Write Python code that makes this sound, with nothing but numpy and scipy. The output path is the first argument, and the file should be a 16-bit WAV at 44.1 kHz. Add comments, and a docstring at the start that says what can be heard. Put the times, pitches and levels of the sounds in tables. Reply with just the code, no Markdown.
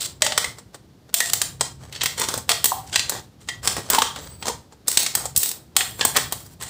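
"""Scissors cutting an empty drinks can

Close by, in a small tiled room, the blades rasp through the thin metal in short strokes and squeak faintly.
The can's wall snaps and buckles, and the cut edge rings. Hands shift on the can, over a low hum and room
noise. The loudest snaps overload the microphone."""
import sys
import numpy as np
from scipy import signal
from scipy.fft import rfft, irfft, next_fast_len
from scipy.io import wavfile
from scipy.ndimage import uniform_filter1d

SR = 44100
rng = np.random.default_rng(int(sys.argv[2]) if len(sys.argv) > 2 else 0)


def generate_wav(sig):
    """Save sig (samples, or channels by samples) to the path in sys.argv[1] as 16-bit PCM at SR."""
    pcm = np.round(np.clip(np.atleast_2d(sig).T, -1, 1) * 32767).astype(np.int16)
    wavfile.write(sys.argv[1], SR, pcm)


N = 295029
CUTOFF_HZ = 15500

# Snaps of the wall, with relative levels: t/s, peak/dB, bass/dB, middle/dB, top/dB
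SNAPS = [(0.219, 3, -30.5, -15, -28.5), (0.263, -5, -27.5, -16, -31.5), (0.32, -10.5, -26.5, -20.5, -45.5),
         (0.376, 2, -18.5, -13, -19), (0.442, -11.5, -29, -23, -37.5), (0.583, -24, -40.5, -47.5, -50.5),
         (0.743, -23, -36.5, -40.5, -46.5), (1.14, 2, -47, -14, -13.5), (1.202, -2.5, -32, -19, -21.5),
         (1.332, 1, -32, -22, -16.5), (1.415, -1.5, -31, -23, -23), (1.608, -2.5, -24.5, -24, -32.5),
         (1.924, -20, -47.5, -26, -41.5), (2.008, -11.5, -40.5, -12, -41), (2.033, -7, -27, -22, -19),
         (2.057, -2.5, -29.5, -10, -21), (2.196, -12, -35, -43, -26), (2.285, -9, -29.5, -31, -35),
         (2.375, -13.5, -30, -38, -31.5), (2.491, -0.5, -22, -8, -16.5), (2.503, -9, -17.5, -22, -26),
         (2.641, 2.5, -26.5, -18.5, -10.5), (2.655, 2, -30.5, -22.5, -12.5), (2.957, 2.5, -22, -4.5, -23.5),
         (2.993, -6, -38, -17, -36.5), (3.094, -5, -30, -28.5, -24.5), (3.486, -11.5, -37, -20.5, -42),
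         (3.673, 0.5, -31.5, -14, -24.5), (3.765, -13, -24.5, -26.5, -35), (3.899, 0, -20.5, -21, -10.5),
         (3.946, -5, -27.5, -18, -25.5), (3.984, -4.5, -24.5, -14.5, -22.5), (4.018, -0.5, -22.5, -17, -28),
         (4.159, -18, -29, -26, -38.5), (4.424, -17.5, -31, -24.5, -44.5), (4.481, -7.5, -22, -29.5, -31.5),
         (4.722, -25.5, -32.5, -47.5, -62), (4.88, -2, -34, -30.5, -24.5), (4.971, 6, -29.5, -8.5, -16.5),
         (5.062, -6, -38.5, -20, -36.5), (5.15, -0.5, -26.5, -24.5, -16), (5.254, -11.5, -33, -40.5, -40),
         (5.361, 0, -56.5, -24, -17.5), (5.374, 1, -47, -36, -9), (5.43, -5, -39.5, -23.5, -17),
         (5.764, 6, -24, -8.5, -9), (5.806, -6.5, -23, -5, -37), (6.009, -2, -20.5, -4, -40.5),
         (6.049, 2, -14, -20.5, -11.5), (6.162, -1, -18, -9, -16.5), (6.167, 0.5, -28, -23.5, -20),
         (6.322, -8.5, -27.5, -24.5, -20), (6.622, -18.5, -40, -32.5, -35)]
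def snaps(modes, rise_s=0.00024, spike_s=0.00038, delay_s=0.0013, damping=0.27, gain_db=-7.5):
    """Stressed metal gives way with a sharp crack; the spot that buckles sets the tone colour."""
    out = np.zeros(N)
    times, peaks, *bands = np.transpose(SNAPS)
    shares = np.transpose(bands - peaks)
    colours = shares - shares.mean(axis=0) + [1, 2, -2.5]   # the average snap's bass, middle and top
    # A harder jolt against the gripping hands dies sooner. t60 is the time to fade by 60 dB.
    ring_times = np.clip(0.043 * from_db(-damping * (peaks - peaks.mean())), 0.008, 1)
    for s, peak_db, t60, colour in zip(times, peaks, ring_times, colours):
        t = seconds(t60)
        crack = wall_ring(modes, t60, *colour) * (1 - np.exp(-t / rise_s))
        spike = 1 + 0.76 * np.exp(-t / spike_s)
        add(out, s + delay_s, from_db(peak_db + gain_db) * crack * spike)
    return out


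# Strokes of the blades, with relative levels: start/s, end/s, level/dB, bass/dB, brightness/dB
STROKES = [(0, 0.07, -23.5, -15, 0.5), (0.245, 0.254, -28, 3, 1), (1.091, 1.101, -41.5, 14.5, -9),
           (1.161, 1.311, -25, -10, -0.5), (1.793, 1.913, -38.5, 16, -4), (1.945, 1.996, -31.5, -4, -22),
           (2.01, 2.048, -23, -4.5, -22), (2.174, 2.255, -20.5, 8.5, -3), (2.277, 2.368, -25, 12.5, 2),
           (2.497, 2.536, -17, -2.5, -7.5), (2.864, 2.937, -37.5, -1, -6.5), (2.922, 2.961, -24.5, 4, -10),
           (3.111, 3.205, -29.5, 19, -13), (3.398, 3.501, -41.5, -1, -2), (3.628, 3.74, -25, 7, 1),
           (3.765, 3.811, -28.5, 17, 3), (3.824, 3.903, -37, 10, -4), (3.903, 3.975, -19, 10, -3),
           (4.17, 4.282, -34.5, 14, -5.5), (4.451, 4.512, -25, 9, -2.5), (4.872, 4.964, -24.5, -4, 6.5),
           (4.972, 5.049, -23.5, 4, 9.5), (5.165, 5.257, -32.5, 14.5, 1), (5.398, 5.525, -22.5, -27, 9),
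           (5.869, 5.998, -38.5, 12, 18), (5.991, 6.047, -26.5, 7, -2), (6.146, 6.191, -20, 11, -15),
           (6.345, 6.551, -38.5, -1, 7), (6.598, 6.695, -31.5, 9, -0.5)]
def rasps(modes, slips_per_s=1000, bite_s=0.0054, release_s=0.0098, catch_db=13, gain_db=-5.5):
    """Cutting is a run of tiny uneven slips that each jolt the wall; a few catch and crackle."""
    out = np.zeros(N)
    for start, end, level_db, bass_db, bright_db in STROKES:
        t = seconds(max(end - start, 0.008))
        pressure = np.minimum(1, np.minimum(t / bite_s, (t[-1] - t) / release_s))
        colour = bass_db, -0.47 * bright_db, bright_db - 4   # brighter: less middle, more top
        jolts = np.array([wall_ring(modes, 0.016, *colour) for _ in range(3)])
        shape = (len(jolts), len(t))
        sizes_db = np.clip(rng.standard_normal(shape), -2, 2)
        sizes_db += catch_db * (rng.random(shape) < 0.03)
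        slips = (rng.random(shape) < slips_per_s / len(jolts) / SR) * from_db(sizes_db)
        pushes = slips * pressure * rng.choice([-1, 1], shape)
        grind = signal.fftconvolve(pushes, jolts, axes=1).sum(axis=0)
        add(out, start, from_db(level_db + gain_db) * rms_one(grind) * np.sqrt(len(grind) / len(t)))
    return out


# How strongly the wall rings at each pitch: f/Hz, level/dB
WALL = [(120, -25), (200, 0), (365, -23.5), (422, -2.5), (618, -12.5), (906, -4.5), (1330, -7),
        (1950, -6.5), (2250, -10), (3750, -3.5), (6590, -4.5), (7900, 1), (12000, -14), (14700, -7),
        (15500, -4)]
def wall_modes(count=480):
    """A thin can has hundreds of crowded modes, the tones it rings at: their pitches and strengths."""
    root = np.linspace(np.sqrt(230), np.sqrt(CUTOFF_HZ), count)
    hz = (root + (root[1] - root[0]) * rng.uniform(-0.83, 0.24, count)) ** 2
    return hz, from_db(at_hz(WALL, hz)) * np.sqrt(root)   # high modes are sparser, so each gets more


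# Where the bass, middle, upper middle and top of a jolt lie: f/Hz
BANDS_HZ = [750, 2800, 7300, 13000]
def wall_ring(modes, t60, bass_db, middle_db, top_db, uneven_db=2.5, detune=0.0053):
    """One jolt of the wall: where it lands decides which modes answer, and bending detunes them."""
    hz, gains = modes
    colour_db = at_hz(list(zip(BANDS_HZ, [bass_db, middle_db, 0, top_db])), hz)
    bent_hz = hz * (1 + detune * rng.standard_normal(len(hz)))
    strengths = gains * from_db(colour_db + uneven_db * rng.standard_normal(len(hz)))
    t = seconds(t60)
    phase = 2 * np.pi * (np.outer(bent_hz, t) + rng.random((len(hz), 1)))
    return rms_one(strengths @ np.sin(phase.astype(np.float32))) * from_db(-60 * t / t60)


# Tones of the can that the hands hardly muffle: f/Hz, gain/dB, t60/s
CAN_MODES = [(421, -20, 0.41), (679, -2.5, 0.41), (763, -0.5, 0.19), (888, -3, 0.45), (1898, 3.5, 0.21),
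             (3190, 3, 0.15), (8100, -0.5, 0.045)]
def can_body(x):
    """Every jolt also feeds the can's longer-lasting tones."""
    out = np.zeros(N)
    for hz, gain_db, t60 in CAN_MODES:
        r = from_db(-60 / (t60 * SR))   # share of the ring left after one sample
        feed = (1 - r * r) / 2 * np.array([1, 0, -1])
        feedback = [1, -2 * r * np.cos(2 * np.pi * hz / SR), r * r]
        out += from_db(gain_db) * signal.lfilter(feed, feedback, x + 1e-18)
    return out


# Flexes of the metal: t/s, f/Hz, level/dB, t60/s
FLEXES = [(.222, 611, -28.5, 0.59), (.223, 1966, -25, 0.21), (0.379, 1115, -14.5, 0.014),
          (.446, 2050, -20, 0.058), (1.142, 689, -41, 1), (1.205, 1890, -21, 0.19),
          (1.61, 940, -18.5, 0.032), (2.491, 3355, -27, 0.21), (2.503, 679, -29.5, 0.31),
          (2.719, 997, -11, 0.019), (2.724, 767, -26.5, 0.36), (3.487, 1934, -28, 0.22),
          (3.937, 980, -22, 0.095), (3.948, 1036, -19, 0.11), (3.983, 894, -12, 0.055),
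          (4.02, 1120, -10.5, 0.023), (4.061, 3220, -35.5, 0.4), (4.497, 934, -26, 0.14),
          (4.498, 462, -30.5, 0.075), (5.765, 8100, -26, 0.38), (5.768, 3305, -33.5, 0.43),
          (5.766, 761, -31, 0.35), (6.011, 1697, -21, .15), (6.161, 1175, -20.5, 0.056)]
def flexes():
    """A patch of wall or the cut edge flexes with a hollow pop or a longer ring."""
    return beating_tones(FLEXES, split=0.06, side_share=0.52, rise_s=0.00091)


# Knocks as the blades break through: t/s, f/Hz, level/dB, t60/s
KNOCKS = [(.475, 83, -36.5, .08), (2.365, 111, -37, 0.18), (5.376, 102.6, -18, 0.018)]
def knocks():
    """Dull thumps travel through the hands."""
    return beating_tones(KNOCKS, split=0.13, side_share=0.48, rise_s=0.0016)


# The tones in a squeak: pitch ratio, relative level/dB
SQUEAK_TONES = [(0.566, -2), (.985, 6), (1.03, -2.5), (1.31, -10), (1.56, -8.5), (1.89, 2.5)]
# Slides of blade on blade, one list of points each: t/s, f/Hz, level/dB
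SLIDES = [
    [(4.17, 7000, -73), (4.22, 7750, -52), (4.27, 8180, -50), (4.34, 8200, -51), (4.41, 8040, -51),
     (4.46, 7600, -68)],
    [(5.89, 7350, -68), (5.96, 7600, -51.5), (6.02, 7450, -53)],
]
def squeaks(waver=0.0016, flutter_db=5.0, hiss_db=-4.0):
    """Sliding blades sing unsteadily over a faint hiss; the pitch bends as the point of contact moves."""
    out = np.zeros(N)
    for slide in SLIDES:
        s, pitch, level = np.transpose(slide)
        t = s[0] + seconds(s[-1] - s[0])
        sound = from_db(hiss_db) * rng.standard_normal(len(t))
        for ratio, db in SQUEAK_TONES:
            hz = ratio * np.interp(t, s, pitch) * (1 + waver * drift(t, width_s=0.00098))
            gain = from_db(db + flutter_db * drift(t, width_s=0.011))
            sound += gain * np.sin(2 * np.pi * np.cumsum(hz) / SR)
        add(out, s[0], from_db(np.interp(t, s, level)) * sound)
    return out


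# Tone colour of the echoes: f/Hz, gain/dB
ECHO = [(200, -6.5), (700, -8.5), (2000, -8.5), (4000, -6), (8000, -8), (15000, -9)]
def room_echo(x, t60=0.43, gap_s=0.0087, build_s=0.0053, gain_db=0.5):
    """Echoes from tiles and walls thicken after a short gap, then die away."""
    t = seconds(0.6)
    swell = 1 - np.exp(-(np.maximum(t - gap_s, 0) / build_s) ** 2)
    decay = swell * from_db(-60 * t / t60)
    echoes = noise(len(t), ECHO) * decay / np.sqrt(np.sum(decay ** 2))
    return from_db(gain_db) * signal.fftconvolve(x, echoes)[:N]


# How loud the hands are: t/s, level/dB
GRIP = [(0.0, -48.5), (0.47, -46), (0.52, -48.5), (1.21, -57), (1.3, -45.5), (3.2, -44), (3.26, -53.5),
        (3.76, -38), (3.89, -48), (4.57, -44), (4.66, -60.5), (5.37, -41), (5.44, -58.5), (6.18, -38.5),
        (6.56, -49), (6.69, -43)]
# Tone colour of their rumble: f/Hz, relative level/dB
RUMBLE = [(15, -52.5), (25, -37.5), (65, 1), (118, 2.5), (162, -2.5), (260, -19.5), (340, -42.5),
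          (570, -120)]
def hands():
    """Hands shifting their grip on the can make a low rumble."""
    return loudness_curve(GRIP) * rms_one(noise(N, RUMBLE))


# How loud the hum is: t/s, level/dB
HUM = [(1.25, -64.5), (1.62, -41), (1.85, -50.5), (2.05, -47.5), (2.5, -58.5), (2.9, -64)]
def hum(hz=133):
    """One low tone swells and fades in the background."""
    return loudness_curve(HUM) * np.sqrt(2) * np.sin(2 * np.pi * hz * np.arange(N) / SR)


# Tone colour of the quiet room: f/Hz, relative level/dB
ROOM_NOISE = [(110, -19), (200, -7.5), (350, -7), (730, -9.5), (2400, -20), (4600, -18), (8000, -25.5),
              (11000, -28.5), (15500, -29)]
def room_noise(level_db=-45.5):
    """A soft, steady rush fills the room."""
    return from_db(level_db) * rms_one(noise(N, ROOM_NOISE))


def beating_tones(table, split, side_share, rise_s):
    """Each row starts five close tones in step; they slip apart, so the sound pulses as it fades."""
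    out = np.zeros(N)
    gains = np.array([side_share, side_share, 1, side_share, side_share])
    for s, hz, level_db, t60 in table:
        t = seconds(t60)
        offsets = split * np.array([-1, -0.49, 0, 0.23, 0.99]) * rng.uniform(0.55, 1.5, size=5)
        tone = rms_one(gains @ np.sin(2 * np.pi * np.outer(hz * (1 + offsets), t)))
        add(out, s, from_db(level_db - 60 * t / t60) * tone * (1 - np.exp(-t / rise_s)))
    return out


def from_db(db):
    """Turn decibels into a gain to multiply by."""
    return 10 ** (np.asarray(db) / 20)


def rms_one(x):
    """Scale a sound so its average strength (rms) is one."""
    return x / np.sqrt(np.mean(x ** 2) + 1e-20)


def seconds(length):
    """The time of each sample over a length in seconds."""
    return np.arange(max(int(length * SR), 2)) / SR


def loudness_curve(points):
    """Join (t/s, level/dB) points into a gain for every sample."""
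    return from_db(np.interp(np.arange(N) / SR, *np.transpose(points)))


def at_hz(points, hz):
    """Read a level between (f/Hz, level/dB) points, with octaves evenly spaced."""
    pitches, db = np.transpose(points)
    return np.interp(np.log(np.maximum(hz, 1)), np.log(pitches), db)


def noise(count, colour):
    """Random noise with the given tone colour."""
    size = next_fast_len(count)
    gains = from_db(at_hz(colour, np.arange(size // 2 + 1) * SR / size))
    return irfft(rfft(rng.standard_normal(count), size) * gains, size)[:count]


def drift(t, width_s):
    """A random wobble, smoothed over width_s."""
    return rms_one(uniform_filter1d(rng.standard_normal(len(t)), size=max(int(width_s * SR), 1)))


def add(out, s, sound):
    """Mix a sound in, starting at s seconds."""
    at = min(max(round(s * SR), 0), N)
    out[at:at + len(sound)] += sound[:N - at]


def scene():
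    """The can and scissors with their echo, over the hands, a hum and room noise."""
    modes = wall_modes()
    cutting = snaps(modes) + rasps(modes)
    can = cutting + can_body(cutting) + flexes() + squeaks()
    background = hands() + knocks() + hum() + room_noise()
    return (can + room_echo(can) + background)[None]


def suppress_noise(x, above_hz=300, threshold_db=-42, softness_db=8.0, depth_db=19.5, window_s=0.026):
    """A noise suppressor turns down everything above the bass whenever that part falls quiet."""
    upper = signal.sosfiltfilt(signal.butter(2, above_hz, "high", fs=SR, output="sos"), x)
    power = np.abs(uniform_filter1d(upper ** 2, int(window_s * SR)))
    level_db = 10 * np.log10(power + 1e-12)
    closed = (1 + np.tanh((threshold_db - level_db) / softness_db)) / 2
    return x + upper * (from_db(-depth_db * closed) - 1)


def record(dry, ceiling=0.77, low_cut_hz=38):
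    """Quiet parts are turned down, overload rounds the peaks, and the deepest bass and very top are cut."""
    x = suppress_noise(dry)
    rounded = x / (1 + (x / ceiling) ** 4) ** (1 / 4)
    thinned = signal.sosfilt(signal.butter(2, low_cut_hz, "high", fs=SR, output="sos"), rounded)
    return signal.sosfilt(signal.ellip(10, 0.2, 80, CUTOFF_HZ, fs=SR, output="sos"), thinned)


dry = scene()
out = record(dry)
generate_wav(out)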